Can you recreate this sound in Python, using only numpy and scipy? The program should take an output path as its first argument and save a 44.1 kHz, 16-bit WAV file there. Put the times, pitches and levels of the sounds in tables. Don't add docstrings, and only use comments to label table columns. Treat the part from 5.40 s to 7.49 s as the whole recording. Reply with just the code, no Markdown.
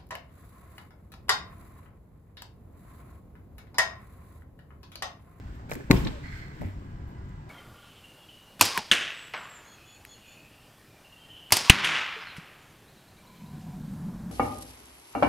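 import sys
import numpy as np
from scipy import signal
from scipy.fft import rfft, irfft
from scipy.io import wavfile
from scipy.ndimage import uniform_filter1d

SR = 44100
rng = np.random.default_rng(int(sys.argv[2]) if len(sys.argv) > 2 else 0)


def gain_from_db(level_db):
    decades = np.asarray(level_db, float) / 20
    return 10 ** decades


def bounce(signal):
    frames = np.transpose(np.atleast_2d(signal))
    limited = np.clip(frames, -1, 1)
    pcm = np.round(limited * 32767).astype(np.int16)
    wavfile.write(sys.argv[1], SR, pcm)


N = 92257
PORT_LAG = 17


def evened(x):
    return x / np.sqrt(np.mean(x ** 2) + 1e-20)


def read(points, hz):
    f, value = np.transpose(points)
    return np.interp(np.log(hz + 1), np.log(f + 1), value)


def add(mix, s, sound):
    at = round(s * SR)
    mix[:, at:at + sound.shape[1]] += sound


def resonate(x, hz, width):
    r = np.exp(-np.pi * width / SR)
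    return 2 * signal.lfilter([1 - r], [1, -r * np.exp(2j * np.pi * hz / SR)], x).real


def colour(x, points):
    n = x.shape[-1]
    gain = gain_from_db(read(points, np.fft.rfftfreq(n, 1 / SR)))
    return evened(irfft(rfft(x) * gain, n))


def band(x, lo_hz, hi_hz):
    sos = signal.butter(2, [lo_hz, hi_hz], "bandpass", fs=SR, output="sos")
    return evened(signal.sosfilt(sos, x))


def ports(x, pan_db=0):
    return np.array([x * gain_from_db(pan_db / 2), np.roll(x, PORT_LAG) * gain_from_db(-pan_db / 2)])


# frequency in Hz, level in dB per Hz.
HALL_SPECTRUM = [(20, -12), (59, 0), (125, -3), (252, -15), (393, -18.5), (452, -27), (985, -24.5),
                 (8300, -62.5), (15500, -95)]
# frequency in Hz, likeness from 0 to 1.
PORT_LIKENESS = [(60, 1), (130, 0.97), (290, 1), (640, 1), (1400, 0.43), (15000, 0.031)]
# frequency in Hz, left over right in dB.
HALL_LEAN = [(60, 1), (150, 0), (380, 2.5), (950, -0.5), (2380, -7), (5980, 19), (15000, 18)]
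# frequency in Hz, level in dB.
MOTOR_LINES = [(1001, -71), (1631, -75), (2003, -76), (2998, -84)]
# time in seconds, motor level in dB.
MOTOR_FACING = [
    (0, -10),
    (1.2, -8),
    (1.55, 0),
    (2.09, 0),
]


def hall():
    frames, hz = N // 512 + 5, np.fft.rfftfreq(2048, 1 / SR)
    a, b, c, d, patches = rng.standard_normal((frames, 1025, 5)).T
    patches = evened(uniform_filter1d(uniform_filter1d(patches, 8, 0), 6, 1))
    same = np.clip(read(PORT_LIKENESS, hz), -1, 1)[:, None]
    lag = np.exp(-2j * np.pi * hz * PORT_LAG / SR)[:, None]
    left = a + 1j * b
    right = same * lag * left + np.sqrt(1 - same ** 2) * (c + 1j * d)
    side = np.array([.5, -.5])[:, None, None]
    level_db = read(HALL_SPECTRUM, hz)[:, None] + 1.8 * patches + side * read(HALL_LEAN, hz)[:, None]
    z = np.array([left, right]) * gain_from_db(level_db)
    air = gain_from_db(-44) * evened(signal.istft(z, nperseg=2048, noverlap=1536)[1][:, :N])

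    t = np.arange(N) / SR
    lines = np.zeros((2, N))
    for hz, db in MOTOR_LINES:
        waver = evened(resonate(rng.standard_normal((2, N)), hz, 12.0))
        lines += gain_from_db(db) * evened(np.sin(2 * np.pi * hz * t) + .5 * waver)
    return air + lines * gain_from_db(np.interp(t, *np.transpose(MOTOR_FACING)))


# time in seconds, handling effort in dB.
SLEEVE_EFFORT = [(0, -79), (.15, -77), (.2, -80.5), (0.286, -81), (0.298, -66.5), (0.358, -70.5),
                 (0.452, -77.5), (.8, -77), (.97, -70), (1.119, -78), (1.201, -73), (1.291, -77.5),
                 (1.361, -79.5), (1.55, -83), (2.09, -83)]
# frequency in Hz, level in dB per Hz.
CLOTH_SPECTRUM = [(700, -38), (1500, 5.5), (2500, -4.5), (4500, -10.5), (8000, -14), (12000, -21.5),
                  (15500, -17)]


def cloth():
    unevenness = evened(uniform_filter1d(rng.standard_normal(N), 120))
    grains = rng.standard_normal((2, N)) * gain_from_db(1.1 * unevenness)
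    s, db = np.transpose(SLEEVE_EFFORT)
    return colour(grains, CLOTH_SPECTRUM) * gain_from_db(np.interp(np.arange(N) / SR, s, db) + 14.5)


# start in seconds, level in dB, frequency in Hz, width in Hz, length in seconds.
FINGER_BRUSHES = [
    (.15, -74, 12600, 5000, .04),
    (1.497, -78, 13000, 5000, 0.025),
    (1.675, -74.5, 12500, 5030, 0.063),
    (1.695, -81, 12500, 5000, .02),
    (1.25, -69, 12500, 6000, .09),
    (1.882, -77, 12950, 5000, 0.024),
    (1.885, -73, 7200, 1500, .03),
]
# start in seconds, level in dB, frequency in Hz, width in Hz, length in seconds.
DOOR_RATTLES = [(.560, -41, 2100, 2400, .03), (.566, -50, 5400, 500, .02), (.6475, -42, 3800, 900, .013),
                (.6475, -46, 5600, 1000, .008), (.666, -41, 1800, 1200, .025), (.670, -42, 3700, 1500, .022),
                (.664, -45, 850, 500, .03), (.655, -34, 300, 120, .04), (.355, -42, 280, 200, .06),
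                (1.24, -56, 2000, 900, .08), (1.26, -48, 250, 200, .07), (1.195, -42, 150, 90, .09),
                (.525, -30, 220, 300, .08), (.63, -32, 145, 60, .09), (.316, -46, 1100, 1200, .03),
                (.39, -46, 380, 150, .05), (1.213, -41, 220, 200, .07), (.3, -44, 140, 60, .09)]


def chatter(contacts):
    out, t = np.zeros((2, N)), np.arange(4000) / SR
    for s, db, hz, width, length in contacts:
        a = rng.standard_normal((3, 4000))
        grains = a[:2] * gain_from_db(3 * evened(uniform_filter1d(a[2], 60)))
        rattle = evened(resonate(resonate(grains, hz, width), hz, width))
        add(out, s, rattle * np.minimum(t / .002, 1) * gain_from_db(db - 14 * (t / length) ** 2))
    return out


# start in seconds, ring in dB, ring frequency in Hz, knock in dB, fizz in dB.
METAL_TICKS = [(0.2958, -43, 2300, -36, -47.5), (0.3082, -58, 6350, -45, -39), (.3151, -24, 2350, -21, -46),
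               (.3152, -34, 3950, -60, -60), (0.3196, -36, 5780, -34, -38.5),
               (0.3218, -26.5, 1750, -33.5, -51), (0.3273, -63, 4870, -34.5, -44),
               (.3340, -41, 5660, -34, -37), (0.342, -57, 5510, -50, -41), (.3528, -32, 1920, -62, -39),
               (.3995, -52, 6400, -77, -70), (0.407, -34.5, 1700, -58, -85), (.4095, -48, 1870, -62, -82),
               (0.5037, -31, 2080, -66, -40.5), (1.2121, -37, 1940, -61, -53.5),
               (1.2173, -42, 2250, -29, -50.5), (1.2240, -46, 1000, -31.5, -59),
               (1.2325, -42, 2150, -33, -65), (1.2401, -48, 2060, -48, -60),
               (1.2635, -50.5, 2200, -51.5, -58)]


def ticks():
    ring_t60, knock_t60, fizz_t60 = .01, .035, .018
    ring_q = 8.9
    out, t = np.zeros((2, N)), np.arange(3000) / SR
    for s, ring_db, hz, knock_db, fizz_db in METAL_TICKS:
        a = rng.standard_normal((4, 3000))
        roughness = evened(resonate(a[0], hz, hz / ring_q))
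        ring = (np.sin(2 * np.pi * hz * t) + 0.067 * roughness) * gain_from_db(ring_db - 60 * t / ring_t60)
        knock = -np.cos(2 * np.pi * 540 * t) * np.exp(-t / 0.003)
        knock += .25 * np.cos(2 * np.pi * 950 * t) * np.exp(-t / .004)
        knock += .15 * band(a[1], 300, 1100)
        knock *= gain_from_db(knock_db - 60 * t / knock_t60)
        fizz = band(a[2:], 5000, 17000) * gain_from_db(fizz_db - 60 * t / fizz_t60)
        add(out, s, (ports(ring, 0.53) + ports(knock, 0.19) + fizz) * np.minimum(t / 0.00091, 1))
    return out


# pressure trough in seconds, level in dB, decay scale, tilt in dB per octave.
SKIN_BLOWS = [
    (.5077, -2, 1, 0),
    (.5121, -8, .3, 1.5),
    (.5148, -13, .3, 1.5),
    (.5308, -13, .6, -.6),
    (.5415, -14, 1.01, -1.5),
    (.5575, -16, 1.01, -5),
    (.6195, -24, .8, -3.5),
    (.688, -30, .6, -4),
    (1.2115, -34, .8, -5),
]
# frequency in Hz, level in dB, T60 in seconds.
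SKIN_MODES = [(41.7, -14, 0.67), (62.6, -7, 0.38), (107, -20, 0.14), (118, -3.5, 0.15), (146.8, -4, 0.22),
              (174.3, -8, 0.27), (242, -1, 0.031), (282, 0, 0.072), (371, -9, 0.3), (434, -10, 0.061),
              (570, -5, 0.04), (709, -19.5, 0.26), (891, -11.5, 0.11), (1051.7, -14, 0.16)]


def skin():
    push_s = 0.0039
    stretch, settle_s = 0.11, 0.035
    out, t = np.zeros((2, N)), np.arange(-400, 26000) / SR
    after = np.maximum(t, 0)
    rise = np.exp(-.5 * (np.minimum(t, 0) / push_s) ** 2)
    sag = t + stretch * settle_s * (1 - np.exp(-after / settle_s)) - stretch / 2 * t
    for s, blow_db, scale, tilt_db in SKIN_BLOWS:
        ring = np.zeros(len(t))
        for hz, db, t60 in SKIN_MODES:
            decay = gain_from_db(db + tilt_db * np.log2(hz / 100) - 60 * after / (t60 * scale))
            ring -= decay * np.cos(2 * np.pi * hz * sag)
        ring = ring * rise / abs(ring).max() * gain_from_db(blow_db)
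        add(out, s - 400 / SR, np.array([ring * gain_from_db(1.2), np.roll(ring, 8) * gain_from_db(-1.2)]))
    return out


SNAP_S = .5107
# frequency in Hz, level in dB, T60 in seconds.
PAWL_MODES = [(1780, -16, .015), (2200, 1, .009), (2470, -11, .016), (4100, -10, .014), (6500, -13, .007),
              (12500, -15, .006)]
# frequency in Hz, level in dB per Hz.
CRACK_SPECTRUM = [(400, -39), (900, -1.5), (2300, 0.5), (3000, -13), (4200, -8.5), (7000, -15),
                  (12000, -15.5), (15500, -21)]


def snap():
    out, t = np.zeros((2, N)), np.arange(4000) / SR
    ring = sum(gain_from_db(db - 60 * t / t60) * np.sin(2 * np.pi * hz * t) for hz, db, t60 in PAWL_MODES)
    ring = ring * gain_from_db(-3) * np.minimum(t / .0011, 1) ** 2
    a = rng.standard_normal((3, 4000))
    crack = 0.12 * ports(colour(a[0], CRACK_SPECTRUM)) + 1.39 * colour(a[1:], CRACK_SPECTRUM)
    crack *= gain_from_db(-19 - 60 * t / .03)
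    add(out, SNAP_S, ports(ring, 1.5) + crack * np.minimum(t / .0008, 1))
    return out


# frequency in Hz, level in dB per Hz.
WALL_SNAP_SPECTRUM = [(300, -15), (700, 3.5), (2300, 1), (4500, -8.5), (8000, -12), (12000, -11.5),
                      (15500, -7.5)]


def wall_snap():
    click = np.zeros(2048)
    click[1024] = 1
    out = np.zeros((2, N))
    add(out, SNAP_S - 1024 / SR, colour(click, WALL_SNAP_SPECTRUM)[None] * gain_from_db(-28))
    return out


# frequency in Hz, T60 in seconds.
ECHO_T60 = [(60, 0.94), (250, 1), (1000, 0.86), (4000, 0.85), (8000, 0.78), (15000, 0.36)]
# frequency in Hz, level in dB.
ECHO_SPECTRUM = [(60, -7), (300, -7.5), (1000, 0.5), (15000, 1.8)]


def walls(x):
    gap_s = .016
    taps = np.zeros((2, SR))
    at = np.arange(0, SR - 20, 20) + rng.integers(0, 20, (2, SR // 20 - 1))
    np.put_along_axis(taps, at, rng.choice([-1., 1.], at.shape), 1)
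    low = signal.sosfilt(signal.butter(2, 450, fs=SR, output="sos"), taps)
    taps = taps - low + low[0]
    hz, t, z = signal.stft(taps, SR, nperseg=256)
    decay = gain_from_db(read(ECHO_SPECTRUM, hz)[:, None] - 60 * t / read(ECHO_T60, hz)[:, None])
    tail = signal.istft(z * decay, SR, nperseg=256)[1]
    tail = np.pad(tail / np.linalg.norm(tail[0]), ((0, 0), (round(gap_s * SR), 0)))
    return signal.fftconvolve(x.mean(0)[None], tail, axes=1)[:, :N]


def hinge():
    start_s, length_s, start_hz, end_hz = .695, .095, 660, 550
    out, u = np.zeros((2, N)), np.linspace(0, 1, round(length_s * SR))
    turns = np.cumsum(start_hz + (end_hz - start_hz) * u) / SR
    wobble = 1 + 0.38 * evened(uniform_filter1d(rng.standard_normal(len(u)), size=300))
    swell = np.sqrt(np.sin(np.pi * u).clip(0))
    add(out, start_s, ports(np.sin(2 * np.pi * turns) * wobble * swell * gain_from_db(-49.5)))
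    return out


# frequency in Hz, width in Hz, level in dB.
GLASS_RESONANCES = [(1320, 150, -11), (1630, 220, -4), (1850, 480, -3), (2000, 220, -1), (3000, 1200, -12),
                    (4200, 200, -11), (4600, 1000, -18)]


def glass():
    start_s, rise_s, hold_s, t60 = .826, .012, 0.19, 0.66
    t = np.arange(30000) / SR
    unevenness = evened(uniform_filter1d(rng.standard_normal(30000), 250))
    slips = rng.standard_normal((2, 30000)) * gain_from_db(1.5 * unevenness)
    slips = np.array([slips[0], 0.081 * np.roll(slips[0], PORT_LAG) + 1.1 * slips[1]])
    rub = np.zeros((2, 30000))
    for hz, width, db in GLASS_RESONANCES:
        rub += gain_from_db(db) * resonate(resonate(slips, hz, width), hz, 2 * width) / np.sqrt(width)
    shape = np.minimum(t / rise_s, 1) * gain_from_db(-51.5 - 60 * np.maximum(t - hold_s, 0) / t60)
    out = np.zeros((2, N))
    add(out, start_s, evened(rub) * shape * gain_from_db([[-1.5], [1.5]]))
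    return out


def stay():
    out, t = np.zeros((2, N)), np.arange(12000) / SR
    hz = 97 * (1 - .3 * np.exp(-t / 0.012))
    ring = -np.sin(2 * np.pi * np.cumsum(hz) / SR) * np.minimum(t / 0.0039, 1)
    ring *= gain_from_db(-30.5 - 60 * t / 0.39)
    add(out, 1.2462, ports(ring, 0.76))
    return out


def scene():
    door = ticks() + chatter(DOOR_RATTLES) + skin() + hinge() + glass() + stay()
    echo = gain_from_db(-10) * walls(door + wall_snap())
    return hall() + cloth() + chatter(FINGER_BRUSHES) + door + snap() + echo


def band_limit(x):
    return signal.sosfilt(signal.butter(12, 16510, fs=SR, output="sos"), x)


# frequency in Hz, level in dB.
MIC_COLOUR = [(5000, 3), (6200, -0.5), (7600, 5), (8300, 1), (9000, -5), (10300, -4), (11500, 3.5),
              (15500, -1.5)]


def record(dry):
    ceiling, edge_hz = 1.04, 16100
    hz = np.fft.rfftfreq(2 ** 17, 1 / SR)
    heard = irfft(rfft(dry, 2 ** 17) * gain_from_db(read(MIC_COLOUR, hz)))
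    heard = heard / (1 + abs(heard / ceiling) ** 6) ** (1 / 6)
    heard = irfft(rfft(heard) * np.clip((edge_hz - hz) / 500, 0, 1))[:, :N]
    return band_limit(heard)


dry = scene()
out = record(dry)
bounce(out)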